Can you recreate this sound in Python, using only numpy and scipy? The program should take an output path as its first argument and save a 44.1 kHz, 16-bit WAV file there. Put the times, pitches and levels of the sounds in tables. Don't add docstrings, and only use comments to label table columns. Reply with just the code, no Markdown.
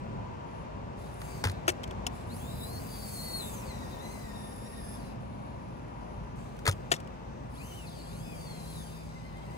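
import sys
import numpy as np
from scipy import signal
from scipy.fft import rfft, irfft, next_fast_len
from scipy.io import wavfile
from scipy.ndimage import uniform_filter1d

SR = 44100
rng = np.random.default_rng(int(sys.argv[2]) if len(sys.argv) > 2 else 0)


def wav_record(signal):
    frames = np.transpose(np.atleast_2d(signal))
    bounded = np.clip(frames, -1, 1)
    quanta = np.round(bounded * 32767).astype(np.int16)
    wavfile.write(sys.argv[1], SR, quanta)


def linear_from_db(decibels):
    return 10 ** (np.asarray(decibels, float) / 20)


N = 422037
TEETH = 11
T = np.arange(N) / SR
FAST = next_fast_len(N)
F = np.maximum(np.fft.rfftfreq(FAST, 1 / SR), 1)


def unit(x):
    return x / np.sqrt(np.mean(x ** 2))


def on_log(table):
    hz, value = np.transpose(table)
    return np.interp(np.log(F), np.log(hz), value)


def ring(x, modes, order=1):
    size = next_fast_len(len(x))
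    f = np.maximum(np.fft.rfftfreq(size, 1 / SR), 1)
    gain = 0
    for k, (hz, width, db) in enumerate(modes):
        detune = (f / hz - hz / f) * hz / width
        gain = gain + (-1) ** k * linear_from_db(db) / (1 + 1j * detune)
    return irfft(rfft(x, size) * gain ** order, size)[:len(x)]


def walk(rate):
    k = int(SR / rate)
    steps = np.repeat(rng.standard_normal(N // k + 1), k)
    return 1.3 * uniform_filter1d(uniform_filter1d(steps, k), k)[:N]


def span(start, end):
    return uniform_filter1d(1. * ((T > start) & (T < end)), SR // 40)


def play(tables):
    s, *columns = np.transpose(np.vstack(tables))
    gate = sum((T > t[0][0]) & (T < t[-1][0]) for t in tables)
    return uniform_filter1d(1. * gate, SR // 40), [np.interp(T, s, c) for c in columns]


def bursts(table, edge_s, fade_db):
    out = np.zeros(N)
    for start, end, db, hz, width in table:
        first = int((start - 2 * edge_s) * SR)
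        t = T[first:int((end + 2 * edge_s) * SR)]
        rough_db = 4 * rng.standard_normal(len(t) // 64 + 1).repeat(64)[:len(t)]
        grit = rng.standard_normal(len(t)) * linear_from_db(rough_db)
        gate = np.clip(np.minimum(t - start, end - t) / edge_s + .5, 0, 1)
        gate = gate * linear_from_db(-fade_db * (t - start) / (end - start))
        out[first:][:len(t)] += linear_from_db(db) * gate * unit(ring(grit, [(hz, width, 0)], order=2))
    return out


# (frequency [Hz], level per Hz [dB])
ROAD_COLOUR = [(15, -64), (25, -41), (39, -6.5), (97, -2), (137, -2), (270, -7.5), (301, -14.5), (489, -14),
               (775, -17.5), (962, -17), (1440, -26), (2000, -31), (2690, -33.5), (3520, -41.5),
               (7110, -48.5), (16000, -71)]
# (time [s], rumble level [dB])
FLOW = [(0.0, -41.5), (0.13, -41.5), (0.56, -45.5), (1.14, -44.5), (1.33, -42), (3.86, -43), (4.0, -44),
        (6.42, -44.5), (6.79, -42), (7.22, -45.5), (9.19, -46), (9.57, -44)]


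def road():
    rumble_db = np.interp(T, *np.transpose(FLOW))
    roar_db = -48.5 + 0.28 * (rumble_db + 43) - 0.3317 * T
    colour = rfft(rng.standard_normal(N), FAST) * linear_from_db(on_log(ROAD_COLOUR))
    rumble = unit(irfft(colour * (F < 300), FAST)[:N])
    roar = unit(irfft(colour * (F >= 300), FAST)[:N])
    return rumble * linear_from_db(rumble_db + 1.3 * walk(8) + 0.6) + roar * linear_from_db(roar_db + 0.78 * walk(6) + 4.05)


# (frequency [Hz], drift [Hz], level [dB], start [s], end [s])
DRONES = [(55.4, 2.52, -52, -6, 11), (78.4, 1.74, -54, 1.3, 4.44), (212, 3.04, -52, 2.5, 5.78),
          (162.3, 0.62, -48.5, 7.5, 11)]


def drones():
    out = 0
    for hz, drift, db, start, end in DRONES:
        hum = np.sin(2 * np.pi * np.cumsum(hz + drift * walk(6)) / SR) * linear_from_db(db + 2.5 + 1.4 * walk(5))
        out = out + hum * np.clip(np.minimum(T - start, end - T) / 0.6, 0, 1)
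    return out


# (time [s], tyre hum level [dB], half length [s])
PASSES = [(0.4, -51, .5), (1.94, -51.5, 0.22), (3.447, -53.5, 0.31), (4.2, -54.5, 0.39), (5.501, -55, .4),
          (6.05, -54, .2), (7.54, -58.5, .3)]


def tyre_hum():
    passing = sum(linear_from_db(db) * np.exp(-((T - s) / half) ** 2) for s, db, half in PASSES)
    return unit(ring(rng.standard_normal(N), [(960, 160, 0)], order=2)) * passing * linear_from_db(1.5)


# (time [s], chassis shake [dB], gearbox strain above it [dB])
EFFORT = [
    [(2.1, -71, -12), (2.156, -61.5, -4), (2.246, -70, -3), (2.36, -61.5, 5), (2.464, -61.5, -5),
     (2.776, -60, 0.5), (3.222, -54, -2.5), (3.476, -54.5, -5.5), (3.8, -63.5, -5)],
    [(3.8, -63, -7), (3.998, -65.5, -2), (4.088, -61, -2), (4.326, -65.5, 2), (4.42, -67.5, 8.5),
     (4.954, -68.5, 10), (4.966, -70, 4), (5.082, -70.5, 4), (5.2, -82, -2)],
    [(7.46, -78, -7), (7.55, -66, 2), (7.72, -60.5, -7), (7.9, -68, 4), (7.94, -66, -3), (8.21, -64, -5),
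     (8.72, -60.5, 2), (9.26, -72, -6), (9.57, -68, -8)],
]
# (start [s], end [s], shake at start [dB], shake at end [dB], strain above it [dB])
SCRAPES = [(0.47, 0.64, -91, -91, 12), (0.974, 1.19, -67, -67, 0), (1.191, 1.43, -62, -63, -2),
           (1.46, 1.67, -63, -82, -6), (1.72, 2.09, -78, -81, -6), (5.2, 6.339, -79, -82.5, 3),
           (6.36, 6.66, -65.5, -75, -5.5), (6.73, 6.91, -69, -78, -6), (6.97, 7.46, -79, -78, -5)]
# (frequency [Hz], width [Hz], level [dB])
GEARBOX = [(10225, 960, 2), (10660, 690, -4.5), (5190, 550, -10)]
CHASSIS_TOP = [(11090, 1160, 0.5), (12960, 1670, 1.5), (14250, 1800, -1.5)]
CHASSIS_MIDDLE = [(6310, 700, 0), (7060, 670, 1), (7700, 380, 1), (8150, 250, 0.5), (9000, 750, -1)]
CHASSIS_LOWER = [(2490, 1000, -1), (3780, 920, -1), (5060, 710, -2.5), (5780, 710, -1.5)]


def rattle(turns, running, hz):
    scrapes = [[(start, db, strain), (end, end_db, strain)] for start, end, db, end_db, strain in SCRAPES]
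    gate, (shake_db, strain_db) = play(sorted(EFFORT + scrapes))
    top_db = shake_db - 3.5 + 3 * running * np.log2(hz / 2000) - 4 * (1 - running)
    lower_db = -66 + 0.54 * (shake_db + 63)
    beat = .5 + np.exp(-np.abs(turns % 1 - .5) / 0.15)
    flaws = rng.standard_normal(size=160)
    repeat = np.interp(turns % 1, np.arange(len(flaws)) / len(flaws), flaws, period=1)
    grit = rng.standard_normal(N) * beat * linear_from_db(1.4 * walk(300)) + 0.83 * running * repeat
    parts = [(GEARBOX, shake_db + strain_db - 2), (CHASSIS_TOP, top_db),
             (CHASSIS_MIDDLE, shake_db - 2.5), (CHASSIS_LOWER, lower_db)]
    out = 0
    for modes, db in parts:
        panels = sum(linear_from_db(m[2] + 1.97 * walk(9)) * unit(ring(grit, [m], order=2)) for m in modes)
        out = out + linear_from_db(db) * unit(panels)
    notch = signal.iirnotch(13350, 11, fs=SR)
    return np.minimum(gate, 1) * signal.filtfilt(*notch, out)


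# (start [s], end [s],
# level [dB], frequency [Hz], width [Hz])
BUZZES = [(1.13, 1.25, -68, 10300, 500), (1.23, 1.35, -66, 7300, 400), (1.29, 1.36, -68, 4700, 200),
          (2.44, 2.5, -66, 15200, 500), (2.6, 2.66, -62, 7700, 400), (2.59, 2.67, -64, 15400, 500),
          (2.9, 3.1, -62, 10500, 500), (3.05, 3.5, -59, 11250, 450), (3.05, 3.5, -66, 6300, 250),
          (7.87, 8.13, -63, 4450, 600), (7.93, 8.09, -67, 8100, 400), (8.7, 9.0, -70, 4650, 250),
          (8.95, 9.6, -74, 5000, 180), (9.1, 9.6, -76, 4200, 200)]


def gear_buzz():
    return linear_from_db(-3) * bursts(BUZZES, edge_s=.03, fade_db=2)


# (time [s], crack peak [dB], shell level above it [dB])
KNOCKS = [(1.2158, -44.5, 0), (1.4392, -25, -3), (1.4508, -33, 1), (1.459, -39, 1), (1.4702, -38, 3),
          (1.4834, -36, -8), (1.4965, -34, -8), (1.516, -39, -16), (1.6794, -19, 1), (1.6892, -27, 0.5),
          (1.6945, -33, 3), (1.7007, -27, -16), (1.833, -39, -10), (1.8393, -35.5, -7), (1.8757, -46, -8),
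          (1.9094, -56, 14), (2.0657, -22.5, -13), (6.566, -52, -10), (6.5894, -45, -7), (6.6545, -32, -3),
          (6.6645, -24.5, -2), (6.6754, -17, -8), (6.6868, -28, 0), (6.6935, -29, -4), (6.7115, -32, -20),
          (6.722, -35, -20), (6.9158, -17.5, -3), (6.9187, -21, -5), (6.9254, -25, -5), (6.9382, -31, 1),
          (6.964, -42, -14), (7.001, -44.5, -8), (7.0455, -56, -10), (7.0735, -46.5, -11)]
# (frequency [Hz], width [Hz], level [dB])
CRACK = [(2560, 900, 3), (3640, 1500, 0.5), (5100, 1600, 0), (6600, 760, -1.5), (7800, 1900, -4),
         (10800, 2700, -7.5), (14600, 3800, -9.5)]
# (frequency [Hz], width [Hz], level [dB])
SHELL = [(360, 130, 2), (560, 260, 2), (760, 250, 1), (1150, 440, 2), (1750, 1000, 1)]


def knocks():
    out = np.zeros(N)
    t = T[:8192]
    for s, db, shell_db in KNOCKS:
        t60 = .03 + .0003 * (db + 29.5)
        fade = 0.33 * np.exp(-np.log(1000) * t / t60) + 1.18 * np.exp(-t / 0.0013)
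        fade = fade * (1 - np.exp(-t / 0.0028))
        crack = ring(fade * rng.standard_normal(len(t)), CRACK)
        shell = ring(fade * rng.standard_normal(len(t)), SHELL)
        blow = linear_from_db(-2) * crack / np.abs(crack).max() + linear_from_db(shell_db + 6) * shell / np.abs(shell).max()
        out[int(s * SR):][:len(t)] += linear_from_db(db) * blow
    return out


# (time [s], tooth rate [Hz], load on the teeth [dB])
FIRST_CLIMB = [
    [(1.22, 2380, -74), (1.3, 2300, -67), (1.42, 2250, -74)],
    [(2.29, 1750, -74), (2.33, 2150, -72), (2.39, 3130, -72)],
    [(2.39, 3129, -70), (2.47, 3669, -60), (2.57, 4101, -66), (2.62, 3800, -57), (2.69, 4180, -62),
     (2.79, 4420, -62), (2.84, 4870, -72)],
    [(2.84, 4880, -72), (2.93, 4636, -60.5), (3.13, 4450, -59), (3.16, 4245, -55), (3.25, 4407, -54),
     (3.38, 4304, -51.5), (3.45, 3780, -55.5), (3.5, 3570, -64)],
    [(3.5, 3570, -64), (3.55, 3300, -66), (3.6, 2900, -67), (3.65, 2420, -67), (3.71, 2007, -62)],
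    [(3.71, 2009, -62), (3.86, 1832, -66), (4.0, 1880, -64), (4.12, 2080, -66), (4.21, 1990, -66),
     (4.33, 1823, -65), (4.6, 1810, -66), (4.75, 1850, -66), (4.82, 1800, -66)],
    [(4.82, 1800, -68), (4.88, 1750, -65), (4.96, 1720, -66), (5.03, 1420, -78), (5.13, 1350, -76)],
]
SECOND_CLIMB = [
    [(7.54, 1450, -74), (7.56, 1550, -67), (7.595, 2300, -69)],
    [(7.595, 2300, -60), (7.65, 2960, -58), (7.7, 3174, -59), (7.73, 2900, -58), (7.76, 3110, -61),
     (7.85, 2600, -61), (7.87, 2198, -66)],
    [(7.87, 2250, -62), (7.9, 1764, -66), (7.95, 1660, -72)],
    [(7.95, 1560, -71), (7.97, 1530, -65), (8.0, 1450, -62), (8.04, 1540, -65), (8.06, 1620, -67),
     (8.11, 1817, -68)],
    [(8.11, 1817, -70), (8.18, 2297, -71), (8.26, 2574, -66), (8.4, 2312, -64.5), (8.61, 2020, -70),
     (8.68, 2120, -72.5), (8.79, 1900, -64), (8.91, 1380, -70), (9.16, 1029, -72)],
    [(9.16, 1028, -67), (9.25, 1003, -65), (9.57, 1045, -66)],
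]
THROTTLE = FIRST_CLIMB + SECOND_CLIMB


def motor_shaft():
    running, (hz, load_db) = play(THROTTLE)
    crawl = np.clip(1 - hz / 2600, 0, .33)
    turns_per_lug = 10.5
    lug = (np.cumsum(hz * (1 + .2 * walk(12))) / SR / TEETH / turns_per_lug) % 1 - .5
    flutter = (.005 + .045 * crawl) * walk(70) + 0.01 * walk(250) + .035 * 3 * crawl * lug
    turns = np.cumsum(hz * (1 + flutter)) / SR / TEETH
    return turns, running, hz, load_db + 3.5 * 6 * crawl * lug


# (tooth tone [dB], 2nd multiple [dB], 3rd multiple [dB])
OVERTONES = [(0, -12, -20), (-14, 0, -16), (0, -9, -18), (0, -4, -20), (-6, -2, -16), (1, -7, -10),
             (-1, -7, -8), (-12, -2, -16), (-3, -18, -28), (-12, -1, -18), (-14, -7, -6), (-6, -4, -15),
             (-2, -4, -14)]
# (frequency [Hz], width [Hz], lift [dB])
CASING = [(2529, 200, 4), (4370, 470, 8), (5200, 200, 5), (6150, 200, 3), (7750, 300, 5), (8800, 350, 4)]
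# (order [turns of the shaft], level under the tooth tone [dB])
SIDE_ORDERS = [(5, -15.5), (10, -12), (12, -24), (28, -20), (32, -21), (38, -22), (44, -20)]


def casing_lift(hz, modes):
    return sum(db * np.exp(-((hz - centre) / width) ** 2) for centre, width, db in modes)


def pinion(turns, hz, load_db):
    phase = np.searchsorted([run[-1][0] for run in THROTTLE[:-1]], T)
    above_db = uniform_filter1d(np.array(OVERTONES, float)[phase], SR // 20, axis=0).T
    out = 0
    for multiple, db in enumerate(above_db, 1):
        lift_db = casing_lift(multiple * hz, CASING[:1] if multiple == 1 else CASING[1:])
        waver_db = 2.9 * walk(60) + 1.6 * walk(14)
        tone = np.sin(2 * np.pi * TEETH * multiple * turns)
        out = out + linear_from_db(load_db + db + lift_db + waver_db) * tone
    side_db = load_db + .7 * (load_db + 54.5) + above_db[0]
    for order, db in SIDE_ORDERS:
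        out = out + linear_from_db(side_db + db + 3.5 * walk(40)) * np.sin(2 * np.pi * int(order) * turns)
    return out


# (start [s], end [s], order [turns of the shaft], level [dB])
IDLER_MESH = [(8.14, 8.399, 15, -73), (8.399, 8.75, 17, -72), (7.6, 7.655, 18, -70)]


def idler(turns):
    return sum(span(start, end) * linear_from_db(db) * np.sin(2 * np.pi * round(order) * turns)
               for start, end, order, db in IDLER_MESH)


# (frequency [Hz], level [dB])
RADIATION = [(1000, 7), (1900, 0), (2400, 6), (3000, 1.5), (3800, 5.5), (4400, 2), (5200, -3), (6000, 3),
             (8800, 2.5), (13000, 2)]


def whine(turns, running, hz, load_db):
    tones = np.sqrt(2) * (running * pinion(turns, hz, load_db) + idler(turns))
    return irfft(rfft(tones, FAST) * linear_from_db(on_log(RADIATION)), FAST)[:N]


# (time [s], peak [dB], frequency [Hz], t60 [s])
THUMPS = [(1.4535, -23, 97, 0.26), (1.496, -36, 88, 0.3), (1.69, -38.5, 83.4, 0.14),
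          (6.677, -28, 140, 0.12), (6.68, -17.5, 96, 0.14), (6.912, -38.5, 150, 0.28),
          (1.439, -28, 847, .05), (1.451, -33, 430, .05), (1.681, -23, 362, 0.083),
          (1.681, -25, 600, 0.078), (1.839, -37, 3200, .015), (2.066, -32, 727, .05),
          (6.654, -33, 450, .05), (6.675, -28, 440, .07), (6.676, -28, 950, .05), (6.684, -26, 1260, .05),
          (6.915, -22, 690, .06), (6.919, -26, 370, .05), (1.679, -26, 1810, .03), (6.666, -28, 1720, .04)]
# (time [s], peak [dB], frequency [Hz], t60 [s])
PINGS = [(1.4405, -32, 4600, .02), (1.4495, -36, 4000, .02), (1.4965, -38, 4070, .015),
         (1.513, -47, 11200, .008), (1.5175, -47, 11000, .012), (1.6795, -31, 6340, .018),
         (1.679, -33, 10800, .02), (1.6895, -30, 6400, .015), (1.7005, -33, 6000, .012),
         (1.8395, -42, 5500, .015), (2.067, -33, 6800, .02), (2.068, -36, 5400, .03),
         (6.654, -34, 3600, .015), (6.665, -31, 4440, .015), (6.6765, -26, 4400, .015),
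         (6.678, -28, 6200, .02), (6.693, -33, 10500, .012), (6.694, -33, 3700, .015),
         (6.7127, -36, 6280, .018), (6.729, -41, 3200, .015), (6.9155, -29, 2690, .02),
         (6.9205, -28, 6800, .02), (6.9635, -43, 3500, .012), (7.001, -50, 3230, .012)]


def thumps_and_pings():
    out = np.zeros(N)
    t = T[:8192]
    for s, db, hz, t60 in THUMPS + PINGS:
        fade = np.exp(-np.log(1000) * t / t60) * (1 - np.exp(-t * hz * 1.9))
        out[int(s * SR):][:len(t)] += linear_from_db(db) * np.sin(2 * np.pi * hz * t) * fade
    return out


# (start [s], end [s], level [dB], frequency [Hz], width [Hz])
SKIDS = [(1.445, 1.52, -50, 4000, 3000), (1.468, 1.49, -43, 1500, 900), (1.53, 1.6, -62, 4000, 800),
         (1.668, 1.69, -59, 6000, 9000), (1.682, 1.725, -47, 7000, 9000), (6.678, 6.71, -40, 4000, 6000),
         (6.697, 6.74, -53, 5500, 6000), (6.905, 6.93, -57, 7000, 8000), (6.93, 6.965, -45, 4000, 7000),
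         (6.96, 7.0, -64, 5000, 7000)]


def skids():
    return bursts(SKIDS, edge_s=.004, fade_db=12)


# (frequency [Hz], share [0-1])
PORT_SHARED = [(60, 1), (250, 0.91), (700, 0.63), (2000, 0.56), (8000, 0.32), (10000, 0.99), (13000, 0.76),
               (16000, 0.78)]
# (frequency [Hz], left minus right [dB])
PORT_BALANCE = [(60, 3), (110, -2.5), (200, 1.5), (380, -0.5), (700, 6.5), (1290, -0.5), (2380, 1),
                (4400, 5), (8120, 0.5), (15000, -4)]


def ports(x, lead, pan_db, smear_s, spread):
    share = np.clip(on_log(PORT_SHARED), 0, 1) ** spread
    phase = np.interp(F, *np.transpose(lead))
    balance_db = on_log(PORT_BALANCE) + pan_db
    out = []
    for sign in (1, -1):
        echoes = rng.standard_normal(N) * np.exp(-T / smear_s)
        own = rfft(echoes / np.sqrt(np.sum(echoes ** 2)), FAST)
        gain = np.sqrt(share) * np.exp(1j * phase * (sign > 0)) + np.sqrt(1 - share) * own
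        out.append(irfft(rfft(x, FAST) * gain * linear_from_db(sign * balance_db / 2), FAST)[:N])
    return np.array(out)


# (frequency [Hz], lead [radians])
TRAFFIC_LEAD = [(0, 0), (520, 2.5), (1120, 3.0), (2670, 7), (22050, 59)]
RATTLE_LEAD = [(0, 0), (340, 1.0), (450, 2.6), (600, 2.2), (1300, 3.3), (2300, 3.7), (4400, 5.9),
               (6400, 12.6), (8350, 15.5), (9900, 7.6), (11250, 6.3), (15000, 0), (16400, 0)]
WHINE_LEAD = [(1000, 3.4), (1900, 1.08), (2500, 3.97), (3100, 4.6), (3750, 3.74), (4300, 5.4), (8800, 9),
              (13000, 4)]
# (frequency [Hz], lead [radians])
RAMP_LEAD = [(0, 0), (370, .5), (700, 1.2), (2000, 1.9), (4000, 4.7), (8000, 7.8), (10500, 6.5),
             (13500, 8.2), (22050, 8.6)]
FOOT_LEAD = [(0, 0), (520, 2.1), (1200, 2.7), (2000, 3.8), (4000, 8), (6300, 12.5), (8000, 13.5),
             (10500, 14.3), (13500, 14.9), (22050, 15)]
# (start [s], end [s])
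AT_FOOT = [
    (1.63, 2.3),
    (6.85, 7.3),
]


def scene():
    traffic = ports(road() + drones() + tyre_hum(), TRAFFIC_LEAD, 0.11, 0.29, 1.67)
    turns, running, hz, load_db = motor_shaft()
    chassis = linear_from_db(5) * (rattle(turns, running, hz) + gear_buzz())
    car = ports(chassis, RATTLE_LEAD, 0.53, 0.033, 0.76)
    car = car + ports(linear_from_db(3) * whine(turns, running, hz, load_db), WHINE_LEAD, 0.45, 0.024, 0.19)
    blows = linear_from_db(3) * (knocks() + thumps_and_pings() + skids())
    foot = sum(span(*s) for s in AT_FOOT)
    falls = ports(blows * (1 - foot), RAMP_LEAD, 2.0, 0.0025, 0.1)
    falls = falls + ports(blows * foot, FOOT_LEAD, 3.5, 0.0025, 0.1)
    return traffic + car + falls


def low_pass(x):
    return signal.sosfilt(signal.butter(12, 16830, fs=SR, output="sos"), x)


def record(dry):
    rounded = np.tanh(1.5 * dry) / 1.5
    top_cut = signal.ellip(10, .2, 70, 15650, fs=SR, output="sos")
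    mix = signal.sosfilt(top_cut, rounded)
    return low_pass(mix)


dry = scene()
out = record(dry)
wav_record(out)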